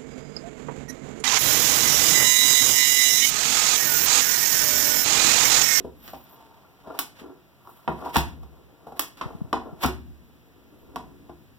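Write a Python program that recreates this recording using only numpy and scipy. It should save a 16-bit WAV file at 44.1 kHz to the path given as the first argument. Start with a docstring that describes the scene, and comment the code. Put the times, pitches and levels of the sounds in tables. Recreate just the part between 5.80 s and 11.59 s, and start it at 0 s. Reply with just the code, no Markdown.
"""A wooden door is opened by its lever handle and pushed shut, twice, in a small hard room.
A hand-held camera with two microphone ports stands close. Each blow is noise and a push that ring the wood,
crack in the metal latch and thud in the leaf. Slips rub in the wood, grit scrapes, wavering sines squeak
in the hinge; soft bumps, rumble, room tone and hiss lie beneath. The camera widens its stereo by
subtracting from each port the delayed sound of the other."""
import sys
import numpy as np
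from scipy import signal
from scipy.fft import rfft, irfft, next_fast_len
from scipy.io import wavfile
from scipy.ndimage import uniform_filter1d

SR = 44100
rng = np.random.default_rng(int(sys.argv[2]) if len(sys.argv) > 2 else 0)


def to_wav(s):
    """Save 16-bit WAV."""
    ch = np.atleast_2d(s).T  # columns
    pcm = np.round(np.clip(ch, -1, 1) * 32767)  # PCM
    wavfile.write(sys.argv[1], SR, pcm.astype(np.int16))


N = 255144
T = np.arange(N) / SR
LONG = next_fast_len(N)
CROSS_LAG, CROSS_GAIN = 20, 0.74  # delay in samples and share of the other port that is subtracted


def undb(db):
    """Turn dB into an amplitude factor."""
    return 10 ** (np.asarray(db) / 20)


def heard(x):
    """What is left of a centred sound after the ports cancel each other."""
    return x - CROSS_GAIN * np.roll(x, CROSS_LAG, axis=-1)


def level(x, db):
    """Set the rms that passes the ports."""
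    return x * undb(db) / np.sqrt(np.mean(heard(x) ** 2))


def peak(x, db):
    """Set the peak that passes the ports."""
    return x * undb(db) / np.abs(heard(x)).max()


def pan(db):
    """Left and right factors that make the left port louder than the right by this many dB."""
    return undb(np.array([[db], [-db]]) / 2)


def add(out, x, s):
    """Mix x in at s seconds."""
    i = int(s * SR)
    out[..., i:i + x.shape[-1]] += x[..., :N - i]


def along(table, hz):
    """Read a (Hz, value) table on a log axis."""
    f, v = np.transpose(table)
    return np.interp(np.log(hz + 1), np.log(f), v)


def colour(x, table):
    """Shape by a (Hz, dB) spectrum."""
    n = x.shape[-1]
    gain = undb(along(table, np.fft.rfftfreq(n, 1 / SR)))
    return irfft(rfft(x) * gain, n)


def swell(table):
    """One gain curve a row: it grows to its strongest moment and dies away, both exponentially."""
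    s, db, rise, fall = np.transpose(table)[:4, :, None]
    time_constant = np.clip(np.where(T < s, rise, fall), .001, 2)
    return undb(db) * np.exp(-np.abs(T - s) / time_constant)


def ring(modes, scatter, centre_hz=None, octaves=1.25, size=SR // 4):
    """Response of a body; each blow lands elsewhere and favours the modes near its pitch."""
    hz, db, t60 = (c[:, None] for c in np.transpose(modes))
    t = np.arange(size) / SR
    shift, strength = scatter[:, :len(modes), None]
    near = 1 if centre_hz is None else 0.14 + np.exp(-(np.log2(hz / centre_hz) / octaves) ** 2)
    # neighbouring modes move in opposite sense
    near = near * (-1) ** np.arange(len(modes))[:, None]
    # the panel takes a moment to fill
    near = near * (1 - np.exp(-t / 0.00085))
    decay = undb(db + 2.4 * strength - 60 * t / t60)
    tones = np.sin(2 * np.pi * hz * (1 + 0.026 * shift) * t)
    return (near * decay * tones).sum(0)


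# How alike the diffuse sound is at the two ports. Each row: frequency in Hz, likeness 0-1.
PORT_LIKENESS = [(60, 0.84), (300, 0.94), (1000, 0.04), (2000, 0), (4000, 0.04)]


def two_ports(noise, alike):
    """Mid and side from two noises, weighted by the likeness in each band."""
    c = np.clip(along(alike, np.fft.rfftfreq(noise.shape[1], 1 / SR)), 0, 1)
    mid, side = irfft(rfft(noise) * np.sqrt([1 + c, 1 - c]), noise.shape[1])
    return np.array([mid + side, mid - side]) / 2


# Decay of the small hard room. Each row: band centre in Hz, time to fall 60 dB in seconds.
ROOM_DECAY = [(100, 1), (400, 0.31), (1100, 0.3), (8000, 0.26), (15000, 0.17)]
ECHO_S = 0.0027  # the room answers after this


def room(x, wet_db, pan_db):
    """Add a diffuse tail: bands of noise, each with its own decay."""
    n = SR // 2
    t, f = np.arange(n) / SR, np.fft.rfftfreq(n, 1 / SR)
    noise = rfft(two_ports(rng.standard_normal((2, n)), PORT_LIKENESS))
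    centres = [hz for hz, _ in ROOM_DECAY]
    tail = 0
    for own, (_, t60) in zip(np.eye(len(ROOM_DECAY)), ROOM_DECAY):
        # each band fades over into its neighbours
        band = irfft(noise * along(list(zip(centres, own)), f), n)
        tail = tail + band * undb(-60 * t / t60)
    onset = np.clip((t - ECHO_S) / 0.00047, 0, 1)
    tail *= onset / np.sqrt(np.sum(tail ** 2) / 2)
    source = np.tile(x.mean(0), (2, 1))
    wet = signal.fftconvolve(source, tail, axes=1)[:, :N]
    return x + undb(wet_db) * pan(pan_db) * wet


# Room tone and hiss at the microphone. Each row: frequency in Hz, relative level in dB.
AIR_COLOUR = [(25, -35), (60, -5), (130, 3), (300, -12.5), (1300, -22), (2500, -22.5), (9000, -38.5),
              (14000, -30),]
AIR_DB = -60.5  # rms of the mid after the ports cancel
# The hand-held body rumbles. Each row: time in seconds, rms of the mid in dB before panning.
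RUMBLE_LEVEL = [(0, -50), (.5, -64.5), (2.0, -67.5), (3.3, -66), (3.5, -50.5), (4.3, -57.5), (4.7, -62),
                (5.25, -52), (5.7, -59.5)]


def air():
    """Room tone and microphone hiss as coloured noise, and a swelling low rumble."""
    tone = colour(two_ports(rng.standard_normal((2, LONG)), PORT_LIKENESS), AIR_COLOUR)[:, :N]
    low_colour = [(30, -2.5), (60, -3.5), (150, -11.0), (300, -12.0), (600, -55)]
    low = colour(two_ports(rng.standard_normal((2, LONG)), PORT_LIKENESS), low_colour)[:, :N]
    tone *= undb(AIR_DB) / np.std(heard(tone.mean(0)))
    rumble_gain = undb(np.interp(T, *np.transpose(RUMBLE_LEVEL)))
    return tone + pan(1.3) * low * rumble_gain / np.std(heard(low.mean(0)))


# Fingers shift on the camera body, nearer the left port.
# Each row: start in seconds, peak in dB before panning, pitch in Hz.
FINGER_BUMPS = [(3.456, -40, 130), (3.548, -42.5, 164), (3.614, -34, 168), (3.643, -46, 121),
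                (3.927, -46, 153)]


def bumps():
    """Soft pushes of about one cycle through the body."""
    out = np.zeros((2, N))
    t = np.arange(2048) / SR
    for s, db, hz in FINGER_BUMPS:
        cycle = np.sin(2 * np.pi * hz * t) * (t * hz) ** 2 * np.exp(-t * hz / 0.32)
        add(out, pan(23.2) * peak(cycle, db), s)
    return out


# Hinge squeals, highest and loudest at the fastest swing.
# Each row: fastest moment in seconds, top pitch in Hz, relative level in dB, swell in seconds,
# fade in seconds, roughness 0-1.
HINGE_SQUEALS = [(0.279, 15100, -56, 0.11, 0.11, 0.98), (.375, 15300, -56, .015, 0.063, 0.06),
                 (.44, 14200, -59, 0.021, 0.028, 0), (0.521, 14400, -56.5, 0.039, 0.074, 0.15),
                 (3.09, 12900, -69, .03, .04, 0.2), (5.025, 12200, -76, 0.12, 0.039, .3)]
# Strands of one squeal. Each row: multiple of the pitch, share of the pitch it wavers by when rough.
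SQUEAL_STRANDS = [(1, .02), (.96, .012), (.91, .012), (.82, .015), (.76, .015)]
STRAND_DB, SMOOTH_DB = -6, -16  # each further strand is weaker; smooth squeals lose them
SQUEAL_END_DB = -23  # gain change one swell or fade time from the top
SAG_HZ_PER_S, SAG_ROUND_S = 42000, .035  # pitch falls away on both sides of a rounded top
CREAK_S, CREAK_HZ, CREAK_DB, CREAK_HALF_S = 0.653, 905, -62, 0.25  # low hinge note


def hinge():
    """Wavering near-sines; the squeals glide with the swing of the door, the creak holds its pitch."""
    out = np.zeros(N)
    notes = []
    for s, top_hz, db, rise, fall, rough in HINGE_SQUEALS:
        sag = SAG_HZ_PER_S * (np.hypot(T - s, SAG_ROUND_S) - SAG_ROUND_S)
        notes.append((s, top_hz - sag, db, np.where(T < s, rise, fall), rough, SQUEAL_STRANDS))
    notes.append((CREAK_S, CREAK_HZ, CREAK_DB, CREAK_HALF_S, 1, [(1, 0.014)]))
    for s, hz, level_db, half, rough, strands in notes:
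        gain = undb(level_db + SQUEAL_END_DB * ((T - s) / half) ** 2)
        for k, (multiple, waver) in enumerate(strands):
            shake, flutter = uniform_filter1d(rng.standard_normal((2, N)), size=120, axis=1) * np.sqrt(120)
            turn = np.cumsum(multiple * hz * (1 + rough * waver * shake)) / SR
            db = k * STRAND_DB + (k > 0) * (1 - rough) * SMOOTH_DB
            out += gain * undb(db + 5 * flutter) * np.sin(2 * np.pi * turn)
    return out


# Colour of the metal latch, for grit and cracks. Each row: frequency in Hz, relative level in dB.
LATCH_COLOUR = [(1200, 5), (2200, 5), (3200, 2), (5000, -2.5), (7500, -10), (10000, -10), (14000, -8.5)]
# Grit scrapes in the metal, skin and cloth brush past.
# Each row: strongest moment in seconds, relative level in dB, swell in seconds, fade in seconds,
# airy share 0-1.
SCRAPE_STROKES = [(.28, -55, 0.045, 0.084, 0.43), (.48, -70, 0.027, 0.39, 0.35),
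                  (1.182, -64, 0.1, 0.015, 0.27), (1.398, -60.5, 0.026, 0.038, 0),
                  (1.9, -58.5, 0.046, 0.077, 0.92), (2.299, -56.5, 0.13, 0.023, 0.4),
                  (2.347, -38.5, 0.0069, 0.051, 0.38), (3.171, -55.5, 0.0084, 0.078, 0.56),
                  (3.375, -60.5, 0.0047, 0.1, 0), (4.032, -40.5, 0.013, 0.039, 0.5)]


def scrapes():
    """Fine grit with the colour of the latch, and a thin airy brush above it."""
    uneven = undb(0.96 * rng.exponential(size=LONG))
    grit = two_ports(rng.standard_normal((2, LONG)) * uneven, PORT_LIKENESS)
    dull = level(colour(colour(grit, LATCH_COLOUR), [(4000, -9.0), (15000, -12.0)]), 12.9)
    airy = level(colour(grit, [(5000, -22), (10000, -5.0), (14000, 3)]), 5.0)
    # the contact catches and lets go
    patchy = undb(2.35 * uniform_filter1d(rng.standard_normal(N), size=600) * np.sqrt(600))
    gains = swell(SCRAPE_STROKES)
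    share = np.clip(np.transpose(SCRAPE_STROKES)[4], 0, 1)
    mix = (1 - share) @ gains * dull[:, :N] + share @ gains * airy[:, :N]
    return mix * patchy * pan(-1.9)


# Modes of the wood, for rubs and knocks; each blow scatters pitch and level.
# Each row: frequency in Hz, relative level in dB, time to fall 60 dB in seconds.
WOOD_MODES = [(271, 9, 0.047), (362.2, 2, 0.13), (416, 1, 0.056), (499, 2.5, 0.025), (665, -1.5, 0.05),
              (782.5, 4, 0.023), (876, 7.5, 0.015), (951.5, 3.5, 0.036), (1018.6, 2, 0.041),
              (1160, 10, 0.013), (1352, 0, 0.058), (1392, 3.5, 0.032), (1750, 0, 0.012)]
# Strokes of sliding in the lock and at the frame, heard through the wood.
# Each row: strongest moment in seconds, relative level in dB, swell in seconds, fade in seconds, pitch in Hz.
RUB_STROKES = [(0.549, -64, 0.26, 0.78, 700), (1.108, -42.5, 0.021, 0.03, 670),
               (1.17, -51.5, 0.015, 0.014, 780), (1.426, -48.5, 0.0087, 0.032, 417),
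               (1.485, -50, 0.026, 0.037, 292), (1.86, -66.5, 0.047, 0.17, 960),
               (2.269, -41.5, 0.056, 0.015, 650), (2.6, -66, 0.24, 1, 467), (3.17, -54, 0.066, 0.022, 744),
               (3.438, -52, 0.011, 0.15, 570), (3.87, -49, 0.022, 0.054, 554),
               (4.035, -42, 0.011, 0.0058, 770), (5.18, -59, 0.25, 0.28, 390)]


def rubs():
    """Uneven slips ring the modes of the wood near the pitch of the slide."""
    chosen = rng.standard_normal(N) * (rng.random(N) < 800 / SR)  # about 800 slips a second
    slips = chosen * undb(2.14 * rng.exponential(size=N))
    gains, hz = swell(RUB_STROKES), np.transpose(RUB_STROKES)[4]
    no_scatter = np.zeros((2, len(WOOD_MODES)))
    out = 0
    for centre in 330 * np.sqrt(2) ** np.arange(5):
        body = ring(WOOD_MODES, no_scatter, centre, octaves=0.44, size=4096)
        part = signal.fftconvolve(slips, body)[:N]
        nearness = np.exp(-(np.log2(hz / centre) / 0.7) ** 2)
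        out = out + level(part, 0) * (nearness @ gains)
    return out * pan(8.1)


# Modes of the door leaf. Each row: frequency in Hz, relative level in dB, time to fall 60 dB in seconds.
LEAF_MODES = [(67.03, 4.5, 0.27), (155.35, -1.5, 0.23), (251, 9.5, 0.069), (354, 1.5, 0.27)]
# Blows of latch, handle and leaf, close to the camera; peaks are set before panning and room.
# Each row: start in seconds, knock peak in dB, knock pitch in Hz, crack peak in dB, thud peak in dB,
# contact length in seconds (held to 0.0005-0.02), crack brightness as gain in dB at 10950 Hz.
DOOR_BLOWS = [(0.001, -33, 428, -49, -62, 0.0065, -8), (0.044, -26, 494, -54.5, -30.5, 0.026, 4),
              (0.277, -49, 850, -38.5, -42.5, 0.002, -1), (0.332, -26, 680, -47.5, -37.5, 0.013, -2),
              (1.07, -32.5, 670, -53.5, -37.5, 0.014, -8), (1.189, -25, 1090, -13, -70, 0.0044, 15.5),
              (1.414, -46, 382, -54, -37, 0.012, -10), (1.872, -34, 1080, -52.5, -79, 0.0023, 5),
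              (2.077, -14.5, 990, -23.5, -30.5, 0.0017, -48), (2.086, -14.5, 730, -48, -21, 0.004, 13),
              (2.258, -20.5, 816, -46, -39, 0.011, 0), (2.3571, -11.5, 960, -17, -55, 0.0052, -11),
              (2.3659, -17, 986, -14, -13, 0.0022, 5), (2.381, -41, 980, -24.5, -39, 0.0051, 7.5),
              (2.63, -42, 890, -55, -77, 0.0057, 0), (3.067, -31, 635, -55, -38.5, 0.023, 5),
              (3.12, -31, 696, -55.5, -38.5, 0.0068, 5), (3.1932, -22.5, 1100, -11, -70, 0.0029, 16),
              (3.371, -59, 900, -49, -67, 0.0027, -1), (3.411, -19, 1080, -30, -35, 0.0058, -19.5),
              (3.7285, -13, 1070, -22, -43, 0.0024, -12), (3.7376, -13.5, 780, -56, -28.5, 0.0025, -6),
              (4.034, -18, 870, -22, -24, 0.0099, -2.5), (4.045, -12.5, 964, -23.5, -34, 0.0021, -15),
              (4.0503, -22, 870, -35, -14.5, 0.0013, -18), (4.059, -30, 900, -22.5, -17, 0.0044, 11),
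              (4.104, -46, 890, -43, -59, 0.0011, -13), (5.1587, -22, 1010, -31, -37, 0.0013, -0.5),
              (5.163, -25.5, 1040, -44, -35.5, 0.0026, -7), (5.493, -33.5, 760, -54, -34.5, 0.0074, -17)]
PUSH_S, SNAP_S = .00025, .0003  # time constants of the first push and of the snap


def blows():
    """A short chatter of contacts drives wood, latch and leaf."""
    wood, metal, leaf = np.zeros((3, 2, N))
    t = np.arange(2048) / SR
    above = np.log2(1 + np.fft.rfftfreq(2048, 1 / SR) / 10950.0)
    chance = rng.standard_normal((len(DOOR_BLOWS), 4, 2048))
    for (s, knock_db, hz, crack_db, thud_db, contact, bright_db), draw in zip(DOOR_BLOWS, chance):
        contact = np.clip(contact, .0005, .02)
        fade = np.exp(-t / contact)

        # wood yields: the longer the contact, the slower the chatter grows
        push = t / PUSH_S * np.exp(-t / PUSH_S)
        force = push + 0.27 * draw[0] * fade * np.minimum(t / (0.2 * contact), 1)
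        knock = signal.fftconvolve(force, ring(WOOD_MODES, draw[2:], hz, octaves=0.47))
        add(wood, pan(3.7) * peak(knock, knock_db), s)

        # metal rattles and snaps, more sharply in a bright blow
        snap = np.roll(np.sign(draw[1]) * np.exp(-t / SNAP_S), int(.001 * SR))
        # the wall beside the lock throws the snap back
        snap = snap + 0.37 * np.roll(snap, int(0.0027 * SR))
        rattle = draw[1] * fade * np.minimum(t / 0.002, 1)
        burst = rfft(rattle + undb(0.28 * bright_db) * snap)
        # flatten the broad spectrum of the short noise burst, so that its tail has no chance bands
        burst /= np.sqrt(uniform_filter1d(np.abs(burst) ** 2, size=32))
        crack = colour(irfft(burst * undb(bright_db * above)), LATCH_COLOUR)
        add(metal, pan(-22.5) * peak(crack, crack_db), s)

        # the whole leaf gives way over a few milliseconds, and the harder the blow the deeper it sounds
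        give = np.hanning(int(0.0035 * SR))
        thud_hz = 330 * undb(-0.4 * (thud_db + 41.5))
        body = ring(LEAF_MODES, draw[2:], thud_hz, octaves=2.25, size=SR // 2)
        add(leaf, pan(3.1) * peak(signal.fftconvolve(give, body), thud_db), s)
    return wood, metal, leaf


def scene():
    """Set the door in its room, with the scrapes, hinge, bumps and air added without the room tail."""
    wood, metal, leaf = blows()
    door = room(wood + rubs(), -4.0, 0.61)
    door = door + room(metal, -0.19, -1.0)
    door = door + room(leaf, -11.5, 0.65)
    return door + scrapes() + pan(-2.2) * hinge() + bumps() + air()


def record(dry):
    """Each side loses the delayed other side, then bottom and top are cut."""
    late = np.pad(dry, ((0, 0), (CROSS_LAG, 0)))[::-1, :N]
    low_cut = signal.butter(2, 44.2, "high", fs=SR, output="sos")
    high_cut = signal.ellip(12, .3, 70, 15900, fs=SR, output="sos")
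    wide = signal.sosfilt(low_cut, dry - CROSS_GAIN * late)
    return signal.sosfilt(high_cut, wide)


dry = scene()
out = record(dry)
to_wav(out)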